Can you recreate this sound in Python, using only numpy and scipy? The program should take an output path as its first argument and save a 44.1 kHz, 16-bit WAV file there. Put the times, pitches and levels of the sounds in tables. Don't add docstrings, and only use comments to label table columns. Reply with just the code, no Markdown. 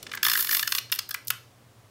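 import sys
import numpy as np
from scipy import signal
from scipy.fft import rfft, irfft
from scipy.io import wavfile
from scipy.ndimage import uniform_filter1d

SR = 44100
rng = np.random.default_rng(int(sys.argv[2]) if len(sys.argv) > 2 else 0)


def transcribe(u):
    v = np.clip(np.atleast_2d(u).T, -1, 1)
    q = np.round(v * 32767).astype(np.int16)
    wavfile.write(sys.argv[1], SR, q)


def boost_factor(decibels):
    exponent = np.asarray(decibels, float) / 20
    return 10 ** exponent


N = 83790

# [f/Hz, density/dB]
ROOM_TONE = [(18, -41), (30, -40.5), (109, 1), (149, -12), (584, -14), (844, -18), (1250, -17),
             (1390, -20.5), (16000, -34.5)]
# [f/Hz, width/Hz, level/dB]
FINGERS = [
    (50, 67, -14),
    (310, 430, 3),
    (3000, 6300, -8.5),
]
# [f/Hz, width/Hz, level/dB]
HUM_BANDS = [(91.8, 2.7, -77), (119.8, 6.7, -60.5), (241.5, 31, -80), (48.6, 28, -78)]
# [t/s, glue dots passed]
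TAPE_TRAVEL = [(.239, 0), (.30, 22), (.36, 42), (.40, 57), (.44, 70), (.462, 75), (.50, 89), (.56, 110),
               (.575, 115), (.602, 121), (.627, 126), (.661, 131), (.670, 132), (.697, 136), (.720, 140),
               (.746, 145), (.766, 149), (.786, 152)]
# [t/s, level/dB]
ROLLER_PRESSURE = [(.24, -21.5), (.29, -31.5), (.33, -28), (.37, -26), (.405, -21.5), (.435, -30.5),
                   (.46, -31), (.47, -35), (.53, -19.5), (.56, -27.5), (.60, -25.5), (.64, -38), (.70, -30),
                   (.745, -32), (.79, -20.5)]
LONE_DOT_TIMES = [.0283, .130, .138, .152, .918, .930, .9394, .9494, .9584, .9879, 1.0907, 1.1085, 1.1423,
                  1.249, 1.272, 1.2809, 1.3031]
# [level/dB, body/dB]
LONE_DOT_LEVELS = [(-26, -5), (-34, -5), (-33, -25), (-21.5, -11.5), (-8.5, -17), (-13, -17), (-17, -17),
                   (-18, -21), (-19.5, -13), (-17, -11), (-20, -14), (-19, -12), (-14, -10), (-38, -24.5),
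                   (-18, -13.5), (-11.5, -10.5), (-10, -9.5)]
# [f/Hz, width/Hz, level/dB]
TAPE_BANDS = [(10720, 3000, -4.5), (12220, 2300, 6.5), (13420, 2280, 9.5), (14770, 1500, 5)]
# [f/Hz, width/Hz, level/dB]
CRACK_BANDS = [(5200, 4300, -10.5), (7850, 10500, 8.5)]
# [t/s, level/dB, treble/dB, shell ring/dB, loudest part f/Hz]
GEAR_KNOCKS = [(.0292, -30.5, -19, -44, 3680), (.067, -25, -28, -10, 3000), (.094, -35, -35, -3, 1200),
               (.1158, -22, -23, -10, 2430), (.136, -20.5, -32, 3.5, 1680), (.1475, -26, -24, 6.5, 1770),
               (.174, -19.5, -34, -2.5, 1820), (.8975, -36, -16, 0.5, 2520), (.923, -9, -9.5, -27, 3070),
               (.9895, -12, -9.5, -16, 5100), (1.0925, -29.5, -4, -4, 1370),
               (1.1105, -20.5, -7.5, 0.5, 5200), (1.1455, -15, -20, -7, 2600),
               (1.304, -12, -4.5, -37, 2740)]
# [t/s, level/dB, treble/dB, shell ring/dB]
RATCHET_TEETH = [(0.2301, -8, -5.5, -4), (0.2497, -8, -17, -11), (0.2658, -11.5, -3, 6.5),
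                 (0.283, -11, -5, -2), (0.2985, -10.5, -5, -12), (0.3153, -12.5, -4.5, 2),
                 (0.334, -13, -2, -6), (0.3531, -15.5, -30, 11), (0.3741, -16, -1, -2), (0.392, -18, -6, 3),
                 (0.4076, -19.5, 4.5, -9), (0.4252, -21, 5, -19), (0.446, -18, -2, -12),
                 (0.4698, -18, -6, -31), (0.4908, -17.5, -3, 7.5), (0.511, -12.5, -21, -31),
                 (0.529, -19, -47, 11), (0.5478, -11, -3, -12), (0.5687, -13.5, -1.5, -32),
                 (0.5948, -11.5, -9, -43), (0.628, -13.5, -3.5, 4), (0.6755, -12, -7, -6),
                 (0.7217, -8.5, -10.5, -5.5), (0.75, -11, -6.5, -53), (0.7829, -11, -29, -49)]
# [f/Hz, level/dB]
SHELL_MODES = [(1180, -9), (1380, -16.5), (2050, -2.5), (2400, -4.5), (2980, 3.5), (3550, 5.5), (4240, 3),
               (4700, 2.5), (5210, 4.5), (6200, -5), (7300, -17), (8300, -56)]
# [f/Hz, level/dB]
RING_MODES = [(1670, -4), (1770, 0)]
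# [f/Hz, width/Hz, t60/s, level/dB]
ROOM_TAIL = [(1346, 1700, 0.3, -11.5), (2600, 1380, 0.28, -12), (4910, 3220, 0.39, -14.5),
             (8270, 2400, .25, -12.5), (12000, 5800, 0.3, -20)]
# [f/Hz, level/dB]
THUD_MODES = [(1140, -3.5), (1370, 2.5)]
SHELL_T60_S = .008


def band(x, hz, width):
    edges = [max(hz - width / 2, 10), min(hz + width / 2, SR / 2.2)]
    return signal.sosfilt(signal.butter(2, edges, "band", fs=SR, output="sos"), x)


def bands(x, rows):
    return sum(boost_factor(db) * band(x, hz, width) for hz, width, db in rows)


def unit(x):
    return x / np.sqrt(np.mean(x ** 2))


def ring(x, modes, t60, colour_db=0):
    out = 0
    for (hz, db), extra_db in zip(modes, np.zeros(len(modes)) + colour_db):
        pole = np.exp(2j * np.pi * hz / SR - np.log(1000) / (t60 * SR))
        out = out + boost_factor(db + extra_db) * signal.lfilter([1], [1, -pole], x).imag
    return out


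def clicks(times, db):
    return np.bincount((np.asarray(times) * SR).astype(int), boost_factor(db), N)[:N]


def background():
    f = np.arange(N // 2 + 1) * SR / N + 1
    hz, db = np.array(ROOM_TONE).T
    spectrum = boost_factor(np.interp(np.log(f), np.log(hz), db))
    tone = irfft(rfft(rng.standard_normal(N)) * spectrum, N)
    tone = tone * boost_factor(-59) / np.std(band(tone, 8120, 15870))
    settling = boost_factor(-51.5 - 60 * np.arange(N) / SR / 4.2)
    fingers = settling * unit(bands(rng.standard_normal(N), FINGERS))
    hum = sum(boost_factor(db) * unit(band(rng.standard_normal(N), hz, width)) for hz, width, db in HUM_BANDS)
    return tone + fingers + hum


def tick(x):
    echo_s, echo_db = .0017, -4
    flutter_s, flutter_width_s, flutter_db = .0021, .001, -19
    tail_db, tail_t60_s = -28, .043
    t = np.arange(1024) / SR
    env = boost_factor(flutter_db) * np.exp(-((t - flutter_s) / flutter_width_s) ** 2)
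    env = env + boost_factor(tail_db - 60 * t / tail_t60_s)
    power = np.abs(signal.fftconvolve(x ** 2, env ** 2)[:N])
    flutter = np.sqrt(power) * rng.standard_normal(N)
    return x + boost_factor(echo_db) * np.roll(x, int(echo_s * SR)) + flutter


def peel():
    jitter, scatter_db = .06, 1.5
    dot_db, dot_crack_db, dot_body_db = 12.5, -11.5, -38
    lone_db, lone_crack_db = 3.5, 7.5
    at, dots = np.array(TAPE_TRAVEL).T
    n = np.arange(dots[-1] + 1)
    uneven = rng.standard_normal((len(n), 2))
    times = np.interp(n + jitter * uneven[:, 0], dots, at)
    pressure_db = np.interp(times, *np.array(ROLLER_PRESSURE).T)
    stroke = clicks(times, dot_db + pressure_db + scatter_db * uneven[:, 1])

    db, body_db = np.array(LONE_DOT_LEVELS).T
    lone = clicks(LONE_DOT_TIMES, db + lone_db)
    lone_crack = clicks(LONE_DOT_TIMES, db + body_db + lone_crack_db)
    tape = bands(tick(stroke + lone), TAPE_BANDS)
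    crack = bands(tick(boost_factor(dot_crack_db) * stroke + lone_crack), CRACK_BANDS)
    crack = band(crack, 8000, 8600)
    shell = boost_factor(dot_body_db) * ring(tick(stroke), SHELL_MODES, SHELL_T60_S)
    roller = boost_factor(-1) * band(stroke, 373, 35)
    return tape + crack + shell, roller


def peak(v):
    return v / np.sqrt(np.max(uniform_filter1d(v ** 2, size=160)))


def pawl(rows, hold_s):
    attack_s, release_s = .0011, .0023
    impacts_per_s, grit_db, colour_db = 7000, 2.5, 2.0
    grip_db = 17.5
    shell_db, long_ring_db, tape_db, ring_t60_s = -9.5, -15, -6, .02
    out, t = np.zeros(N), np.arange(2048) / SR
    env = np.clip(t / attack_s, 0, 1) * np.exp(-np.maximum(t - hold_s, 0) / release_s)
    early = (t > attack_s / 2) * np.exp(-np.maximum(t - hold_s / 2, 0) / release_s)
    shell_hz = np.array(SHELL_MODES)[:, 0]
    for s, db, treble_db, ring_db, *struck_hz in rows:
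        chance, (sign, grit) = rng.random(2048), rng.standard_normal((2, 2048))
        hits = (chance < impacts_per_s / SR) * np.sign(sign) * boost_factor(grit_db * grit)
        ring_colour = colour_db * rng.standard_normal(len(RING_MODES))
        shell_colour = colour_db * rng.standard_normal(len(SHELL_MODES))
        if struck_hz:
            octaves = np.abs(np.log2(shell_hz / struck_hz[0]))
            shell_colour = shell_colour - grip_db * np.minimum(octaves, 1)
        shell = peak(ring(env * hits, SHELL_MODES, SHELL_T60_S, shell_colour))
        ringing = peak(ring(env * hits, RING_MODES, ring_t60_s, ring_colour))
        treble = peak(bands(early * hits, TAPE_BANDS))
        knock = boost_factor(shell_db) * shell + boost_factor(long_ring_db + ring_db) * ringing
        knock = knock + boost_factor(tape_db + treble_db) * treble
        i = int((s - attack_s) * SR)
        out[i:i + 2048] += boost_factor(db) * knock
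    return out


def room(x):
    t = np.arange(SR // 2) / SR
    tail = 0
    for hz, width, t60, db in ROOM_TAIL:
        tail = tail + boost_factor(db - 26.5 - 60 * t / t60) * band(rng.standard_normal(len(t)), hz, width)
    build_up = np.clip(t / 0.012, 0, 1)
    return signal.fftconvolve(x, tail * build_up)[:N]


def thud():
    start_s, hold_s, t60_s = 1.304, .006, .025
    t = np.arange(N) / SR - start_s
    shake = (t > 0) * (t < hold_s) * rng.standard_normal(N)
    v = band(ring(shake, THUD_MODES, t60_s), 1300, 1000)
    return boost_factor(-22) * v / np.abs(v).max()


def scene():
    dots, roller = peel()
    near = pawl(RATCHET_TEETH, hold_s=.0047) + pawl(GEAR_KNOCKS, hold_s=.0046) + dots
    small = signal.butter(8, 1058, "high", fs=SR, output="sos")
    near = signal.sosfilt(small, near + room(near))
    low = thud()
    return (near + low + room(low) + roller + background())[None]


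def roll_off(x):
    return signal.sosfilt(signal.butter(12, 17010, fs=SR, output="sos"), x)


def record(dry):
    top_cut = signal.ellip(6, .5, 28, 15750, fs=SR, output="sos")
    mix = signal.sosfilt(top_cut, dry)
    return roll_off(mix)


dry = scene()
out = record(dry)
transcribe(out)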